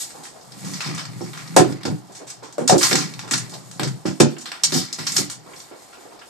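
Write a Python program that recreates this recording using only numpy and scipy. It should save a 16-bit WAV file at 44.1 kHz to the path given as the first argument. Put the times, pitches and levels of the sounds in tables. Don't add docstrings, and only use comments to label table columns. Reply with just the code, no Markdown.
import sys
import numpy as np
from scipy import signal
from scipy.fft import rfft, irfft, next_fast_len
from scipy.io import wavfile
from scipy.ndimage import uniform_filter1d

SR = 44100
rng = np.random.default_rng(int(sys.argv[2]) if len(sys.argv) > 2 else 0)


def unload_audio(sound):
    columns = np.transpose(np.atleast_2d(sound))
    steps = np.round(np.clip(columns, -1, 1) * 32767)
    wavfile.write(sys.argv[1], SR, steps.astype(np.int16))


N = 277389


def undb(db):
    return 10 ** (np.asarray(db) / 20)


def unit(x):
    return x / np.sqrt(np.mean(x ** 2))


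def unit_onset(x):
    return x / np.sqrt(np.mean(x[:SR // 50] ** 2))


def fade(t60_s, count):
    return np.exp(-np.log(1000) * np.arange(count) / SR / t60_s)


def held_fade(t60_s, count, bend):
    return fade(t60_s, count) ** ((np.arange(count) / SR / t60_s) ** bend)


def ring(x, hz, width_hz):
    return signal.lfilter(*signal.iirpeak(min(hz, .45 * SR), hz / width_hz, fs=SR), x)


def ring_twice(x, hz, width_hz):
    return ring(ring(x, hz, width_hz), hz, width_hz)


def add(track, time_s, sound):
    start = int(time_s * SR)
    track[start:start + len(sound)] += sound[:N - start]


def grains(count, per_s, spread_db):
    hit = rng.random(count) < per_s / SR
    size = np.minimum(rng.exponential(size=count), 3)
    return hit * np.sign(rng.standard_normal(count)) * undb(spread_db * size)


def wander(rate_hz):
    span = int(SR / rate_hz)
    return unit(uniform_filter1d(uniform_filter1d(rng.standard_normal(N), span), span))


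def hush():
    # (frequency [Hz], relative density [dB])
    spectrum = [(15, -56), (25, -19), (54, -9), (159, -8), (323, 3.5), (578, -0.5), (714, 4.5),
                (2530, -15.5), (5450, -10.5), (8090, -43.5), (9740, -25.5), (12700, -28.5), (13700, -27)]
    at_hz, density_db = np.transpose(spectrum)
    hz = np.fft.rfftfreq(N, 1 / SR) + 1
    shape = undb(np.interp(np.log(hz), np.log(at_hz), density_db))
    level_db = -51 + 0.66 * wander(rate_hz=1)
    return undb(level_db) * unit(irfft(rfft(rng.standard_normal(N)) * shape, N))


def hall(x):
    # (frequency [Hz], t60 [s], relative level [dB])
    reverb = [(100, 0.27, -21), (249, 0.52, -4), (690, 0.19, -1.5), (1880, 0.36, -2), (4400, 0.32, 1.5),
              (8500, 0.15, 5), (12900, 0.073, -0.5)]
    wet_db, early_db, early_s = -6.5, 4, 0.035
    at_hz, t60s, levels = np.transpose(reverb)
    count = int(.6 * SR)
    t = np.arange(count) / SR
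    tail = 0
    for hz in 100 * 2 ** np.arange(0, 7.1, .5):
        band = signal.butter(2, [hz / 2 ** .25, hz * 2 ** .25], "bandpass", fs=SR, output="sos")
        t60_s, db = (np.interp(np.log(hz), np.log(at_hz), column) for column in (t60s, levels))
        tail += undb(db) * signal.sosfilt(band, rng.standard_normal(count)) * fade(t60_s, count)
    tail *= undb(early_db / (1 + (t / early_s) ** 6))
    tail *= np.clip(t / 0.0014, 0, 1)
    tail /= np.sqrt(np.sum(tail ** 2))
    return x + signal.fftconvolve(x, undb(wet_db) * tail)[:N]


def snuffles():
    # (time [s], level [dB], resonance [Hz], length [s])
    puffs = [(0.142, -45.5, 780, 0.14), (0.351, -46.5, 620, 0.053), (2.09, -49, 710, 0.064),
             (2.199, -40.5, 386, 0.052), (2.421, -40.5, 870, 0.072), (3.233, -40.5, 845, 0.072),
             (3.523, -41.5, 710, 0.067), (5.458, -46, 930, 0.12), (5.709, -41.5, 436, 0.065),
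             (5.969, -51.5, 323, 0.14), (6.046, -45, 470, 0.046), (6.108, -48.5, 910, 0.072)]
    out = np.zeros(N)
    t = np.arange(int(.4 * SR)) / SR
    for time_s, db, hz, length_s in puffs:
        breath = rng.standard_normal(len(t))
        puff = unit(ring_twice(breath, 430, 670) + ring(breath, hz, 110))
        envelope = np.clip(t / 0.0042, 0, 1) * np.exp(-(t / length_s) ** 2)
        add(out, time_s, undb(db) * puff * envelope)
    return out


def toy_wall(impacts, top_db=0):
    # (centre [Hz], width [Hz], gain [dB])
    resonances = [(2730, 4500, -8.5), (3790, 2520, 6), (5950, 3490, 7), (6520, 2400, 16),
                  (7540, 5960, 12.5), (8870, 660, 15), (8970, 290, 12.5), (10000, 2200, 6)]
    return sum((-1) ** k * undb(db + top_db * (hz > 6000)) * ring(impacts, hz, width_hz)
               for k, (hz, width_hz, db) in enumerate(resonances))


def rolling():
    # (time [s], rumble [dB], upper rumble modes re lowest [dB], kibble [dB], grit [dB])
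    motion = [(0.0, -52, -2, -37, -50.5), (0.35, -61, -1, -59, -82), (0.56, -42.5, 0, -50, -54),
              (0.67, -32.5, 5, -40.5, -48), (0.76, -33.5, 12, -44.5, -44.5), (0.82, -53, 3, -53, -45),
              (0.92, -28, 4, -51, -40.5), (1.03, -45.5, 10, -59, -50), (1.12, -35, -1.5, -53, -52),
              (1.4, -45, 1.5, -48.5, -47.5), (1.72, -27.5, -2, -49.5, -51),
              (1.81, -44.5, -4.5, -72.5, -50.5), (1.911, -29, -1, -50, -50), (2.02, -49, -2, -59, -80),
              (2.64, -62, -3, -68, -88), (2.848, -35, -7, -19, -28.5), (3.01, -34.5, 14, -43.5, -38.5),
              (3.26, -42, -10, -58, -62.5), (3.4, -32.5, -3.5, -48.5, -46.5), (3.75, -45.5, -4, -55.5, -69),
              (3.9, -27.5, -6, -49, -52), (4.03, -53, 6, -54, -89), (4.62, -62, 8, -58, -57),
              (4.69, -38.5, 4, -42.5, -42.5), (4.77, -30, 8, -26.5, -38.5), (4.9, -56, 0, -58, -50),
              (5.09, -45, 4, -37.5, -46), (5.208, -30, 6, -27.5, -37.5), (5.33, -47.5, -1, -70, -68),
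              (5.55, -55, -5, -50.5, -54.5), (6.29, -76, -5, -57.5, -66)]
    times_s, *levels = np.transpose(motion)
    t = np.arange(N) / SR
    rumble_db, upper_db, kibble_db, grit_db = (np.interp(t, times_s, column) for column in levels)
    bumps = grains(N, per_s=500, spread_db=1.5)
    lowest = ring_twice(bumps, 127.5, 23)
    upper = (ring(ring(bumps, 156.3, 31), 160.7, 33)
             + 0.5 * ring(ring(bumps, 181, 52), 179, 52)
             + 0.12 * ring(ring(bumps, 233, 110), 234, 100))
    rumble = (lowest + undb(upper_db) * upper) / np.hypot(1, undb(upper_db))
    kibble = toy_wall(grains(N, per_s=2700, spread_db=1.5) * undb(2 * wander(rate_hz=32)))
    specks = grains(N, per_s=1200, spread_db=6)
    grit = ring(specks, 1240, 560) + ring(specks, 1980, 420) + 0.41 * ring(specks, 4200, 1070)
    return undb(rumble_db) * unit(rumble) + undb(kibble_db) * unit(kibble) + undb(grit_db) * unit(grit)


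def clatters():
    # (time [s], level [dB], ring centre [Hz], body re bright part [dB], shower t60 [s],
    # strike squareness [dB])
    strikes = [(0.0165, -37, 7840, -19, 0.082, -10), (0.04, -42, 6750, -31, 0.047, -27),
               (0.1042, -46.5, 7550, -5, .07, -10), (0.2304, -42, 8500, -9.5, 0.25, -25),
               (0.2538, -45.5, 8300, -0.5, 0.13, 8), (0.4115, -52.5, 5700, -24, .12, 0),
               (0.5203, -46, 4900, -15, 0.098, 6), (0.6465, -40, 6100, -7.5, 0.33, -1),
               (0.7363, -34.5, 5670, -18, 0.21, 1), (0.8052, -32, 4970, -1, 0.31, -2),
               (0.8599, -36.5, 4520, -6.5, 0.19, -7), (0.9482, -38, 7800, -26, .12, 1),
               (0.9776, -35.5, 5070, 0, .22, -9), (1.0531, -41, 5330, -3.5, .04, -1),
               (1.2146, -44, 5890, -32, 0.32, -3), (1.3327, -41.5, 3160, -1, 0.19, 4),
               (1.3748, -42, 6000, 1.5, 0.17, 2), (1.474, -46, 4660, -42, 0.041, -6),
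               (1.5642, -16, 8700, -5, 0.12, 1.5), (1.724, -44.5, 4740, -4, 0.033, 7),
               (1.8328, -41, 3950, -6, 0.042, 2), (1.8528, -32, 5300, -5.5, 0.11, -3),
               (2.1206, -50, 7900, -35, 0.12, -7), (2.146, -43, 7760, -12, 0.19, -24),
               (2.266, -43, 7840, -9.5, 0.26, -27), (2.299, -37.5, 7440, -13, .05, -22),
               (2.427, -47, 6060, -6, 0.25, -23), (2.5257, -46, 8250, -11, 0.096, 3),
               (2.5813, -41, 9100, -5, 0.27, 4), (2.6765, -17.5, 7560, -18, 0.14, -9),
               (2.6968, -19, 6440, -7.5, 0.1, 5), (2.7806, -24, 8400, -38, .12, 1),
               (2.809, -27.5, 5400, -1, 0.08, -14), (2.8296, -16.5, 5800, -10, 0.12, -7),
               (2.9118, -25.5, 4900, 0, 0.079, 2), (2.929, -22, 5000, -6, 0.091, 9),
               (2.9546, -20.5, 5830, -6.5, 0.27, 9), (3.138, -42, 5000, -7, .06, 7),
               (3.1922, -37.5, 5630, -2, 0.2, 9), (3.2774, -44, 6700, 1, 0.3, -3),
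               (3.3103, -23, 7750, -7.5, 0.22, -1), (3.3343, -23.5, 5100, -4.5, 0.041, -15),
               (3.3797, -30.5, 8200, -8.5, 0.087, 13), (3.494, -43.5, 7700, -25, 0.33, -7),
               (3.533, -39.5, 4050, -11, .07, -26), (3.713, -43.5, 8350, -10.5, 0.33, 9),
               (3.7958, -31, 3280, 0, 0.16, 7), (3.8322, -29.5, 5260, -5.5, 0.11, 3),
               (3.874, -38, 7360, -1, 0.087, 0), (4.055, -36.5, 5970, -1, 0.19, -17),
               (4.2006, -16.5, 7400, -5.5, 0.062, -13.5), (4.366, -52, 3280, 7, 0.11, 1),
               (4.3838, -42, 7700, -27, 0.16, 4), (4.405, -41.5, 8100, -14, 0.11, -28),
               (4.4567, -36, 3920, -3.5, 0.17, 4), (4.5173, -34.5, 4100, -0.5, 0.23, 9.5),
               (4.6353, -15, 6550, -23, 0.076, -7.5), (4.7216, -27.5, 5170, -8.5, .22, 2),
               (4.7394, -23.5, 5830, -21, 0.14, 2), (4.768, -29, 4700, -19, 0.28, -19),
               (4.9277, -29, 6200, -28, 0.094, 5), (4.982, -34.5, 4600, -4.5, .19, -24),
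               (5.067, -23.5, 5640, -11.5, 0.099, -9), (5.12, -30, 7860, -40, 0.047, 3),
               (5.1641, -18.5, 6340, -14, 0.029, -16), (5.18, -22, 6700, -16, 0.068, 4),
               (5.2993, -32.5, 9100, -11, 0.17, 6.5), (5.5333, -57, 3180, 10, 0.052, -12),
               (5.5612, -47, 5430, -18, .05, -3), (5.6018, -43.5, 5560, -14, .08, 2),
               (5.9269, -55.5, 5500, 6.5, 0.19, -17), (6.1908, -52, 5230, -1, .08, -4),
               (6.214, -58, 3190, 12.5, 0.11, -3)]
    out, count = np.zeros(N), int(.28 * SR)
    t = np.arange(count) / SR
    for time_s, db, centre_hz, body_db, t60_s, strike_db in strikes:
        strike = undb(strike_db)
        rise = np.clip(t * strike / 0.00033, 0, 1)
        envelope = rise * held_fade(t60_s, count, bend=0.38) + 1.17 * strike * fade(0.014, count)
        shower = grains(count, per_s=5000, spread_db=2) * envelope
        shower[0] = 3 * strike
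        bright = toy_wall(shower, top_db=-11 - 6.5 * np.log2(centre_hz / 5500))
        bright += ring_twice(bright, centre_hz, 0.83 * centre_hz)
        body_hz = 1600 * undb(4.8 * rng.standard_normal())
        body = ring_twice(shower, 1420, 1740) + .5 * ring(shower, body_hz, 200)
        add(out, time_s, undb(db) * (unit_onset(bright) + undb(body_db) * unit_onset(body)))
    return out


def blow(pitch_hz, chatter_t60_s):
    # (frequency [Hz], level [dB], t60 [s])
    modes = [(137.3, -1, 0.1), (147.1, -5, 0.36), (164.5, -4.5, 0.069), (189.3, 0.5, 0.16),
             (250.2, 6, 0.12), (292.4, -1, 0.19), (332.6, -4.5, 0.21), (358.6, 4.5, 0.087),
             (424, 0.5, 0.069), (488, 0, 0.12), (569.6, 7, 0.06), (678, 1, 0.069), (727, 6, 0.15),
             (791, 9.5, 0.014), (860, 6.5, 0.035), (1070, -11, 0.036), (1105, -6, 0.024), (1290, 10, 0.07),
             (1350, -26, 0.038)]
    count, swell_s = int(.4 * SR), 0.0025
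    t = np.arange(count) / SR
    hz, mode_db, t60_s = np.hsplit(np.array(modes), 3)
    level_jitter, pitch_jitter = np.hsplit(rng.standard_normal((len(modes), 2)), 2)
    octaves = np.log2(hz / pitch_hz)
    above_db_per_oct, below_db_per_oct = 13.5 + 4.5 * np.log2(pitch_hz / 250), 27
    loss_db = np.abs(octaves) * np.where(octaves > 0, above_db_per_oct, below_db_per_oct)
    envelopes = undb(mode_db - loss_db + 2.4 * level_jitter) * np.exp(-np.log(1000) * t / t60_s)
    ringing = envelopes * np.sin(2 * np.pi * hz * (1 + 0.023 * pitch_jitter) * t)
    force = grains(count, per_s=3000, spread_db=1) * held_fade(chatter_t60_s, count, bend=0.36)
    force *= np.clip(t / swell_s, .05, 1)
    force[int(.001 * SR)] = 3.4
    sound = signal.fftconvolve(force, ringing.sum(axis=0))[:count]
    peak_rms = np.sqrt(uniform_filter1d(sound ** 2, SR // 50).max())
    return sound / peak_rms


def knocks():
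    # (time [s], level [dB], pitch [Hz], first rebound re blow [dB], chatter t60 [s])
    hits = [(0.639, -37, 140, -3, 0.091), (0.735, -47, 140, -3, .08), (0.859, -29, 135, -6, 0.085),
            (1.208, -29.5, 376, -3, 0.08), (1.564, -7.5, 580, -2, .12), (1.69, -25.5, 302, -12, 0.16),
            (1.852, -22.5, 310, 0.5, 0.12), (2.581, -20.5, 510, -4, 0.12), (2.695, -11.5, 680, 1, 0.098),
            (2.911, -23, 435, 1.5, 0.16), (3.313, -28.5, 233, -11, 0.14), (3.795, -26, 305, 5, 0.13),
            (4.053, -19.5, 340, -2, 0.072), (4.202, -6, 366, -6, 0.068), (4.723, -26.5, 370, 5, .11),
            (4.985, -32.5, 132, -14, 0.17), (5.185, -27.5, 336, 0, 0.054)]
    gap_s, lowest_hz = .027, 135
    out = np.zeros(N)
    for time_s, db, pitch_hz, rebound_db, t60_s in hits:
        rebound_hz = max(0.53 * pitch_hz, lowest_hz)
        loss_db = 7 * 0.086 / t60_s
        add(out, time_s, undb(db) * blow(pitch_hz, t60_s))
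        add(out, time_s + gap_s, undb(db + rebound_db) * blow(rebound_hz, t60_s))
        add(out, time_s + 2 * gap_s, undb(db + rebound_db - loss_db) * blow(rebound_hz, t60_s))
    return out


def scene():
    low_cut = signal.butter(7, 112, "highpass", fs=SR, output="sos")
    mic_port = signal.butter(2, 11400, "lowpass", fs=SR, output="sos")
    room = hall(clatters() + knocks() + snuffles() + rolling())
    mono = signal.sosfilt(mic_port, signal.sosfilt(low_cut, room)) + hush()
    return np.array([mono, mono])


def record(dry):
    # (frequency [Hz], early copy gain [linear], late copy gain [linear])
    spread = [(100, 0.92, 0.012), (700, 0.86, .04), (2000, 0.83, .05), (3960, 0.78, 0.34),
              (7000, 0.39, 0.73), (10000, 0.29, 0.93), (13100, 0.33, 0.6)]
    early_s, late_s, early_lead_rad = 71.7 / SR, 178 / SR, .25
    at_hz, early_gain, late_gain = np.transpose(spread)
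    mid = dry.mean(axis=0)
    size = next_fast_len(N + 1024)
    hz = np.fft.rfftfreq(size, 1 / SR) + 1e-3
    early = np.interp(hz, at_hz, early_gain) * np.exp(1j * (early_lead_rad - 2 * np.pi * hz * early_s))
    late = np.interp(hz, at_hz, late_gain) * np.exp(-2j * np.pi * hz * late_s)
    side = irfft(rfft(mid, size) * (early - late), size)[:N]
    clipped = np.clip([mid + side, mid - side], -1, 1)
    top_cut = signal.ellip(10, .2, 60, 13878, fs=SR, output="sos")
    return np.clip(signal.sosfilt(top_cut, clipped), -1, 1)


dry = scene()
out = record(dry)
unload_audio(out)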